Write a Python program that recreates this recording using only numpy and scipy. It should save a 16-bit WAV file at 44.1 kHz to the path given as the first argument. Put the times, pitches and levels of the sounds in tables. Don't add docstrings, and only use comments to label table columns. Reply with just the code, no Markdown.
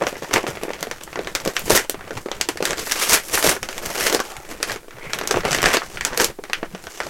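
import sys
import numpy as np
from scipy import signal
from scipy.fft import rfft, irfft
from scipy.io import wavfile
from scipy.ndimage import uniform_filter1d

SR = 44100
rng = np.random.default_rng(int(sys.argv[2]) if len(sys.argv) > 2 else 0)


def to_wav(s):
    ch = np.atleast_2d(s).T
    pcm = np.round(np.clip(ch, -1, 1) * 32767)
    wavfile.write(sys.argv[1], SR, pcm.astype(np.int16))


def natural_amplitude(level_db):
    exponent = np.asarray(level_db, float) / 20
    return 10 ** exponent


N = 312713
EDGES_HZ = 130 * 2 ** np.arange(0, 7.1, 1 / 3)
CENTRES_HZ = np.sqrt(EDGES_HZ[1:] * EDGES_HZ[:-1])


def rms_one(x):
    return x / np.sqrt(np.mean(x ** 2) + 1e-20)


def at_time(rows, t):
    return np.interp(t, *np.transpose(rows))


def at_hz(points, hz):
    points = np.array(points)
    return np.interp(np.log(hz), np.log(points[:, 0]), points[:, 1])


def band(x, low_hz, high_hz):
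    sos = signal.butter(2, [low_hz, high_hz], "band", fs=SR, output="sos")
    return signal.sosfilt(sos, x + 1e-18) / np.sqrt(2 * (high_hz - low_hz) / SR)


def drift(rate_hz):
    r = np.exp(-80 * np.pi * rate_hz / SR)
    white = rng.standard_normal(N // 40 + 2002)
    slow = signal.lfilter([1], [1, -2 * r, r * r], white)[2000:]
    return np.interp(np.arange(N) / 40, np.arange(len(slow)), rms_one(slow))


def coloured_noise(spectrum):
    hz = np.maximum(np.fft.rfftfreq(N, 1 / SR), 1)
    white = rng.standard_normal(N)
    return rms_one(irfft(rfft(white) * natural_amplitude(at_hz(spectrum, hz)), N))


PART_CENTRES = [450, 1800, 5600, 11500]
# [f/Hz, level/dB per band]
ENVELOPE_COLOUR = [(130, -24.5), (250, -8.5), (400, 4), (700, -0.5), (1000, -3), (1600, -2), (2500, -0.5),
                   (4000, -3), (5500, 3), (7000, 6), (9000, 4), (11500, 6.5), (14000, 16), (16000, -23)]


def part_db(levels_db, hz):
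    shares = [np.interp(np.log(hz), np.log(PART_CENTRES), row) for row in np.eye(len(PART_CENTRES))]
    return np.dot(shares, levels_db) + at_hz(ENVELOPE_COLOUR, hz)


# [t/s, level/dB]
FACE_TO_MICROPHONE = [(0, 0.5), (1.2, -3), (1.6, 1), (2.3, -3), (2.8, -1), (4.2, 1), (4.9, -1), (5.4, -2.5),
                      (5.9, -3), (6.25, -1), (7.091, -4)]


def parts(t, folds_db, film_db, bag_db, sheen_db, sheen_per_db):
    facing_db = at_time(FACE_TO_MICROPHONE, t)
    sheen = folds_db + (1 + sheen_per_db) * film_db + sheen_db + facing_db
    return np.array([folds_db + bag_db, folds_db, folds_db + film_db, sheen])


# [t/s, folds level/dB, film level/dB re folds]
LIGHT_TOUCH = [(0, -42, -5), (.67, -38, -8.5), (1.1, -48, -3.5), (1.6, -38, -2), (1.87, -51, -10),
               (2.05, -36.5, -15.5), (2.236, -55, 1.5), (2.4, -37.5, -8), (2.6, -58, 5), (3.24, -59, -2),
               (3.859, -38, -3), (4.3, -39.5, -3.5), (4.6, -45, -12), (4.89, -63, -11), (5.2, -33.5, -11.5),
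               (5.9, -42.5, -1.5), (6.03, -40.5, -5), (6.3, -38.5, -13), (6.368, -79, -15),
               (6.45, -45.5, -10), (6.642, -44, -9), (6.75, -45.5, -7), (6.91, -47, 2.5), (7.091, -37, -4)]
# [peak t/s, build-up t/s, folds level/dB, film level/dB re folds, bag level/dB re folds]
HAND_PULLS = [(.026, 0.032, -24, -17, 3), (.074, 0.03, -36, 2, -12), (0.238, 0.12, -40, -2.5, 3),
              (0.352, 0.048, -15.5, -10.5, -2), (0.479, 0.026, -29, -4, 6), (1.25, 0.069, -42.5, -21, 9),
              (1.477, 0.14, -36, -15, 6), (1.72, 0.03, -17, -2, -2), (1.757, 0.098, -20, 0.5, 0),
              (1.794, 0.11, -24.5, -7.5, -5), (1.97, 0.059, -37, -25, -4), (2.184, 0.11, -43, 1, 8.5),
              (2.64, 0.034, -35, 0, 6.5), (2.704, 0.11, -26, -5, -1.5), (2.792, 0.042, -26, -2, -3.5),
              (2.912, .12, -33, 4.5, -3), (3.017, 0.11, -22.5, -1.5, -8.5), (3.105, 0.028, -24.5, 3.5, -5),
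              (3.138, 0.16, -16, 0.5, -6.5), (3.162, .15, -21.5, -20, -12), (3.352, 0.068, -22, 0, -7.5),
              (3.39, 0.17, -34.5, 8, 3), (3.455, 0.061, -20, -1.5, -1.5), (3.488, 0.069, -16.5, 0.5, -4.5),
              (3.518, 0.13, -25, -14, -1.5), (3.96, 0.19, -29.5, -17, -19), (4.068, 0.21, -20, -2.5, -25),
              (4.149, 0.49, -30, -0.5, 5.5), (4.524, 0.11, -39.5, -1, -1), (4.724, 0.15, -28, -5, -3.5),
              (5.09, 0.26, -34, -12, -2.5), (5.146, 0.064, -38, 1, -1), (5.329, 0.067, -32, -1, -5),
              (5.373, 0.14, -31, -13, 2), (5.452, 0.023, -21.5, -11.5, 0.5), (5.532, 0.11, -23.5, -9, -14),
              (5.57, 0.12, -32.5, 1, -1), (5.667, 0.064, -17, -7, -5.5), (5.746, 0.14, -18, -6, -6),
              (6.068, 0.069, -33, -4.5, 1), (6.125, 0.1, -29, -19, -0.5), (6.217, 0.053, -20.5, -1, 1)]


def handling():
    touch_bag_db = -2
    build_db, let_go_db_per_s = 20, 353
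    sheen_db, sheen_per_db = -5.5, 0.5
    t = np.arange(0, N + 32, 32) / SR
    s, folds_db, film_db = np.transpose(LIGHT_TOUCH)
    folds_db, film_db = np.interp(t, s, folds_db), np.interp(t, s, film_db)
    power = natural_amplitude(2 * parts(t, folds_db, film_db, touch_bag_db, sheen_db, sheen_per_db))
    for peak_s, build_s, folds_db, film_db, bag_db in HAND_PULLS:
        shape_db = np.minimum(build_db * (t - peak_s) / build_s, let_go_db_per_s * (peak_s - t))
        power += natural_amplitude(2 * parts(t, folds_db + shape_db, film_db, bag_db, sheen_db, sheen_per_db))
    return np.array([np.interp(np.arange(N) / SR, t, 10 * np.log10(p)) for p in power])


def crackle():
    trim_db, patchy_db = -11.0, 0.8
    calm_per_s, busy_per_db, clump_db = 280, 0.39, 5
    size_db, decay_s, rub = 3.5, 0.0007, 0.32
    _, _, film_db, sheen_db = parts_db = handling()
    per_s = calm_per_s * natural_amplitude(busy_per_db * (sheen_db + 44.5) + clump_db * drift(25))
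    born = rng.random((2, N)) < per_s / SR
    sizes = natural_amplitude(size_db * np.minimum(rng.exponential(1, (2, N)), 5)) * born
    swell = np.sqrt(signal.lfilter([1], [1, -np.exp(-1 / (decay_s * SR))], sizes ** 2))
    swell = swell / np.sqrt(uniform_filter1d(swell ** 2, size=4000) + 1e-9)
    swell *= natural_amplitude(-0.03 * np.clip(film_db + 43, -25, 0))
    white = rng.standard_normal((2, N))
    for k, hz in enumerate(CENTRES_HZ):
        narrow = np.clip(np.log2(hz / 600) / 7.7, 0, 1)
        grit = narrow * swell[0] + (1 - narrow) * swell[1] + rub
        patches_db = patchy_db * (drift(24) + drift(1.6))
        yield natural_amplitude(part_db(parts_db, hz) + trim_db + patches_db) * grit * white[k % 2]


# [f/Hz, relative level/dB per Hz]
DESK_COLOUR = [(20, 3), (45, 3), (75, -1), (120, 0), (175, 0.5), (230, -3.5), (400, -35)]
# [t/s, level/dB]
RUMBLE_LEVEL = [(0, 0.5), (1.2, 1), (2.6, 1), (3.3, 0.5), (4.3, -4), (4.9, 1.5), (5.6, 4.5), (6.3, -2),
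                (7.091, -0.5)]


def rumble():
    follow_db = 0.58 * (handling()[0] + 42.0)
    slow_db = at_time(RUMBLE_LEVEL, np.arange(N) / SR)
    level_db = follow_db - 48.5 + slow_db + 4.8 * drift(10.3)
    return natural_amplitude(level_db) * coloured_noise(DESK_COLOUR)


def drone():
    once = band(rng.standard_normal(N), 7, 15)
    return natural_amplitude(-43) * rms_one(band(once, 7, 15))


# [f/Hz, relative level/dB per Hz]
HISS_COLOUR = [(88, -57), (150, -60), (328, -1), (448, -16), (2600, -24), (9440, -23), (16000, -28)]


def hiss():
    return natural_amplitude(-50.5) * coloured_noise(HISS_COLOUR)


# [f/Hz, level/dB re direct power before a 10 dB lift, t60/s]
REFLECTIONS = [(201, -24.5, 0.051), (1410, -12, 0.13), (6000, -16, 0.13), (15000, -16, 0.1)]


def room(x, hz, diffuse):
    lift_db, first_echo_s = 10, 0.0011
    table = np.array(REFLECTIONS)
    level_db, t60_s = at_hz(table[:, [0, 1]], hz), at_hz(table[:, [0, 2]], hz)
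    r = natural_amplitude(-120 / (t60_s * SR))
    power = signal.lfilter([0, (1 - r) * natural_amplitude(2 * (level_db + lift_db))], [1, -r], x ** 2)
    gap = int(first_echo_s * SR)
    return np.sqrt(np.r_[np.zeros(gap), power[:N - gap]]) * diffuse


# [t/s, folds level/dB, film level/dB re folds, bag level/dB re folds]
SINGLE_BUCKLES = [(0.0115, -16.5, -24, 4), (0.037, -15.5, -11, -2), (0.0682, -8, -10, -6.5),
                  (0.1266, -29.5, -4, 10.5), (0.155, -23.5, -16, -3.5), (0.2231, -29, -12, 5),
                  (0.2458, -18.5, -13, -8), (0.3113, -20.5, -27, 0), (0.3326, -13, -5.5, -12),
                  (0.3379, -4, -3.5, -11), (0.3603, -6.5, -8, -9), (0.4407, -22.5, -17, 8.5),
                  (0.4665, -8.5, -17, -15), (0.5714, -20, -14, -2.5), (0.634, -24, 0.5, 7),
                  (0.651, -26, -20, 3), (0.6823, -27, -22, 8), (0.7047, -23, -13, 5),
                  (0.734, -18, -8.5, -13), (0.808, -32, 3, 2), (0.8279, -15, 1, -3),
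                  (0.8701, -26.5, -4.5, 5), (0.9126, -15, -5.5, -8.5), (1.011, -28, -4, -4),
                  (1.0354, -33.5, 6, -9), (1.0764, -23, -33, -11), (1.1293, -21, -12, -7.5),
                  (1.1573, -12, -16.5, -15), (1.1744, -23, -36, 3), (1.191, -19, -8.5, 2.5),
                  (1.2466, -24, -8, -17), (1.272, -14, -11, -9), (1.3508, -11.5, 0, -15),
                  (1.3556, -13, -7, -13), (1.4008, -20.5, -6.5, -18), (1.4508, -23, 1.5, -8),
                  (1.4598, -19, -6, 7), (1.476, -16, -0.5, 4.5), (1.5661, -5, -7.5, -24.5),
                  (1.593, -28.5, 4.5, -3), (1.6798, -23, -8, 2), (1.699, -10.5, -2.5, -24),
                  (1.7046, -7.5, -0.5, 2.5), (1.775, -5, -3, -23), (1.8964, -17.5, 4.5, -4.5),
                  (1.944, -21.5, -13, -1), (2.0098, -25, -27, -18), (2.041, -29, -23, -13),
                  (2.0654, -32, -12, -9), (2.1079, -20, -11.5, 3), (2.17, -17, -13, -6),
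                  (2.1745, -24.5, -2.5, 5), (2.2598, -24, -13, 5.5), (2.2858, -22.5, -15, -1.5),
                  (2.3154, -13, -7, -5.5), (2.3996, -38, -2, -4), (2.4115, -9.5, -1, -15),
                  (2.488, -13, 0, -1.5), (2.4917, -17, -4, -7), (2.5576, -34, -16, 6),
                  (2.5729, -21, -4, -10), (2.6053, -24, -7, 9), (2.6254, -13.5, -1, 0),
                  (2.6534, -7, -1.5, -26), (2.7073, -13.5, -3, -9), (2.7313, -17, -4.5, -5),
                  (2.7812, -18.5, -4, -8), (2.7904, -25, -15, -3), (2.8704, -16.5, -20, -4.5),
                  (2.8963, -18, -7, -28), (2.9118, -11, -7.5, -36), (2.9204, -11.5, 1, -16),
                  (2.957, -21, -3, -8), (3.0006, -20, 1, -11), (3.0754, -19, -9, -7),
                  (3.0941, -10, -7, -13), (3.2884, -29, -8, -26), (3.3759, 1.5, -50, -28),
                  (3.4265, -8.5, -3.5, -21), (3.4885, -5.5, -37, -18), (3.5647, -18, -11, -4),
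                  (3.6296, -16.5, -4, -9), (3.6882, -14.5, -5.5, -12), (3.728, -21.5, -6, -28.5),
                  (3.7797, -20, -2.5, -13), (3.86, -26, 3, -20), (4.0082, -14, -2, -27),
                  (4.098, -14, -3, -7), (4.1265, -15, 0, -3), (4.147, -10.5, -0.5, 1.5),
                  (4.161, -15.5, -30, -6), (4.1934, -15, -14, -8), (4.2014, -13.5, -4, 0.5),
                  (4.3665, -25.5, -2.5, -30), (4.514, -24, -7, 2), (4.602, -25, -12, -1.5),
                  (4.6286, -11, 0.5, -12), (4.697, -15, -10, -23), (4.7178, -14, -4.5, -14),
                  (4.7604, -21.5, -6.5, -4.5), (4.8454, -39.5, -31, 4), (4.908, -27.5, -9, -17),
                  (5.1334, -7, -9.5, -20), (5.1876, -14.5, -2, -14), (5.2128, -17.5, -5.5, -2),
                  (5.274, -16, 1, -9), (5.3104, -8.5, -2.5, -5.5), (5.3421, -9.5, -18, -2.5),
                  (5.3601, -15, -9, -4), (5.3714, -12.5, -10, 2.5), (5.4062, -19, -8, -16),
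                  (5.434, -18.5, -14, -3), (5.4512, -14, -5, -9), (5.4868, -16, -11, -3),
                  (5.5092, -15, -2, -13), (5.5167, -13, -1, -8), (5.5297, -6.5, -4.5, -36),
                  (5.5471, -7, -2, -10), (5.5858, -9, -16, -8.5), (5.6046, -10, -25, -27),
                  (5.6181, -16, 0, -20), (5.629, -9, -2.5, -5.5), (5.6408, -3.5, -11, -12.5),
                  (5.658, 0, -8, -26), (5.7128, -6, -19, -26), (5.7325, -14, -0.5, -23),
                  (5.7389, -9.5, -3.5, -38), (5.7695, -7.5, -2.5, -7), (5.8189, -13, -32, -15),
                  (5.9723, -14.5, -16, -18), (6.0095, -9.5, -8, -24), (6.0498, -10.5, 1.5, -17),
                  (6.1316, -19.5, -9, -4), (6.1751, -13, 1.5, -8), (6.1904, -17, -10, -19),
                  (6.1993, -3, -8.5, -12), (6.2441, -11, 3, -10), (6.389, -34.5, -15, 14.5),
                  (6.4382, -22, -4, -5), (6.498, -21, -11, -3.5), (6.5324, -5.5, -6.5, -26),
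                  (6.6304, -16.5, -19, 3), (6.749, -22, -9.5, 0.5), (6.869, -19.5, -9.5, -9),
                  (7.003, -12, -7, -8.5), (7.0335, -21, -9, -13)]


def snaps():
    trim_db, scatter_db = -4.5, 3.0
    crack_s, rise_s, cycles = 0.0011, 0.00032, 0.29
    spike, spike_s = 3.3, 0.0003
    sheen_db, sheen_per_db = -7.5, 1.33
    s, *strength = np.transpose(SINGLE_BUCKLES)
    parts_db = parts(s, *strength, sheen_db, sheen_per_db)
    t = np.arange(1024) / SR
    at = np.minimum(np.round(s * SR).astype(int)[:, None] + np.arange(len(t)), N - 1)
    shake = rng.standard_normal((len(s), 2, len(t)))
    shake[:, :, int(spike_s * SR)] = spike * np.sign(shake[:, :1, 0])
    scatter = rng.standard_normal((len(s), len(CENTRES_HZ)))
    bins_hz = np.fft.rfftfreq(len(t), 1 / SR)
    for k, hz in enumerate(CENTRES_HZ):
        shape = np.exp(-t / (crack_s + cycles / hz)) * (1 - np.exp(-t / rise_s))
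        burst = shake[:, k % 2] * shape
        near = abs(bins_hz - hz) < hz / 8 + bins_hz[1]
        held = np.mean(abs(rfft(burst)[:, near]) ** 2, axis=1) / np.sum(shape ** 2)
        level_db = part_db(parts_db, hz) + trim_db + scatter_db * scatter[:, k]
        gain = natural_amplitude(level_db) / np.sqrt(held + 0.012)
        yield np.bincount(at.ravel(), (burst * gain[:, None]).ravel(), N)


def envelope():
    lag_share = 0.25
    diffuse = rng.standard_normal((2, N))
    out = np.zeros(N)
    for k, (snap, rustle) in enumerate(zip(snaps(), crackle())):
        low_hz, high_hz = EDGES_HZ[k], EDGES_HZ[k + 1]
        direct = band(snap + rustle, low_hz, high_hz)
        answer = room(direct, CENTRES_HZ[k], diffuse[k % 2])
        shaken = direct + band(answer, low_hz, high_hz)
        rise = int(lag_share * SR / (high_hz - low_hz))
        out[:N - rise] += shaken[rise:]
    return out


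# [t/s, level/dB, f/Hz]
DESK_KNOCKS = [(0.014, -39, 108), (0.339, -21.5, 121), (0.484, -24, 140), (0.813, -30, 169),
               (1.18, -32, 165), (1.346, -35, 92.5), (1.467, -23.5, 176), (1.692, -27, 137),
               (2.16, -24, 106), (2.398, -33, 56.5), (2.612, -30, 166), (2.786, -42, 73.4),
               (3.107, -32, 166), (3.337, -29, 89), (3.471, -22, 171), (4.012, -38, 170), (4.714, -36, 97),
               (5.065, -29, 158), (5.453, -30, 170), (5.512, -21.5, 145), (5.652, -19.5, 171),
               (6.062, -42, 45.8), (6.197, -27, 48.4), (6.735, -25, 186), (6.862, -37.5, 83.4)]


def thumps():
    ring_s, rise_s, trim_db = 0.011, 0.008, 7
    s, level_db, hz = np.transpose(DESK_KNOCKS)
    t = np.arange(SR // 6) / SR
    at = np.minimum(np.round(s * SR).astype(int)[:, None] + np.arange(len(t)), N - 1)
    shape = np.exp(-t / ring_s) * (1 - np.exp(-t / rise_s))
    ring = np.sin(2 * np.pi * hz[:, None] * t)
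    knock = natural_amplitude(level_db + trim_db)[:, None] * shape * ring
    return np.bincount(at.ravel(), knock.ravel(), N)


# [start t/s, end t/s, f/Hz, width f/Hz, level/dB]
FINGER_SLIDES = [(4.235, 4.453, 1270, 250, -44), (4.244, 4.46, 810, 150, -43),
                 (4.977, 5.17, 2140, 400, -41.5)]


def slides():
    t, out = np.arange(N) / SR, np.zeros(N)
    for start, end, hz, width_hz, level_db in FINGER_SLIDES:
        swell = np.sin(np.pi * np.clip((t - start) / (end - start), 0, 1))
        friction = band(rng.standard_normal(N), hz - width_hz / 2, hz + width_hz / 2)
        out += natural_amplitude(level_db + 2.5 * drift(30)) * swell * friction
    return out


def scene():
    desk = rumble() + thumps()
    return (envelope() + slides() + desk + drone() + hiss())[None]


def roll_off(x):
    return signal.sosfilt(signal.butter(12, 16710, fs=SR, output="sos"), x)


def record(dry):
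    overloaded = np.clip(dry, -1, 1)
    low_pass = signal.cheby2(14, 45, 16500, fs=SR, output="sos")
    cut = signal.sosfilt(low_pass, overloaded)
    return roll_off(np.clip(cut, -1, 1))


dry = scene()
out = record(dry)
to_wav(out)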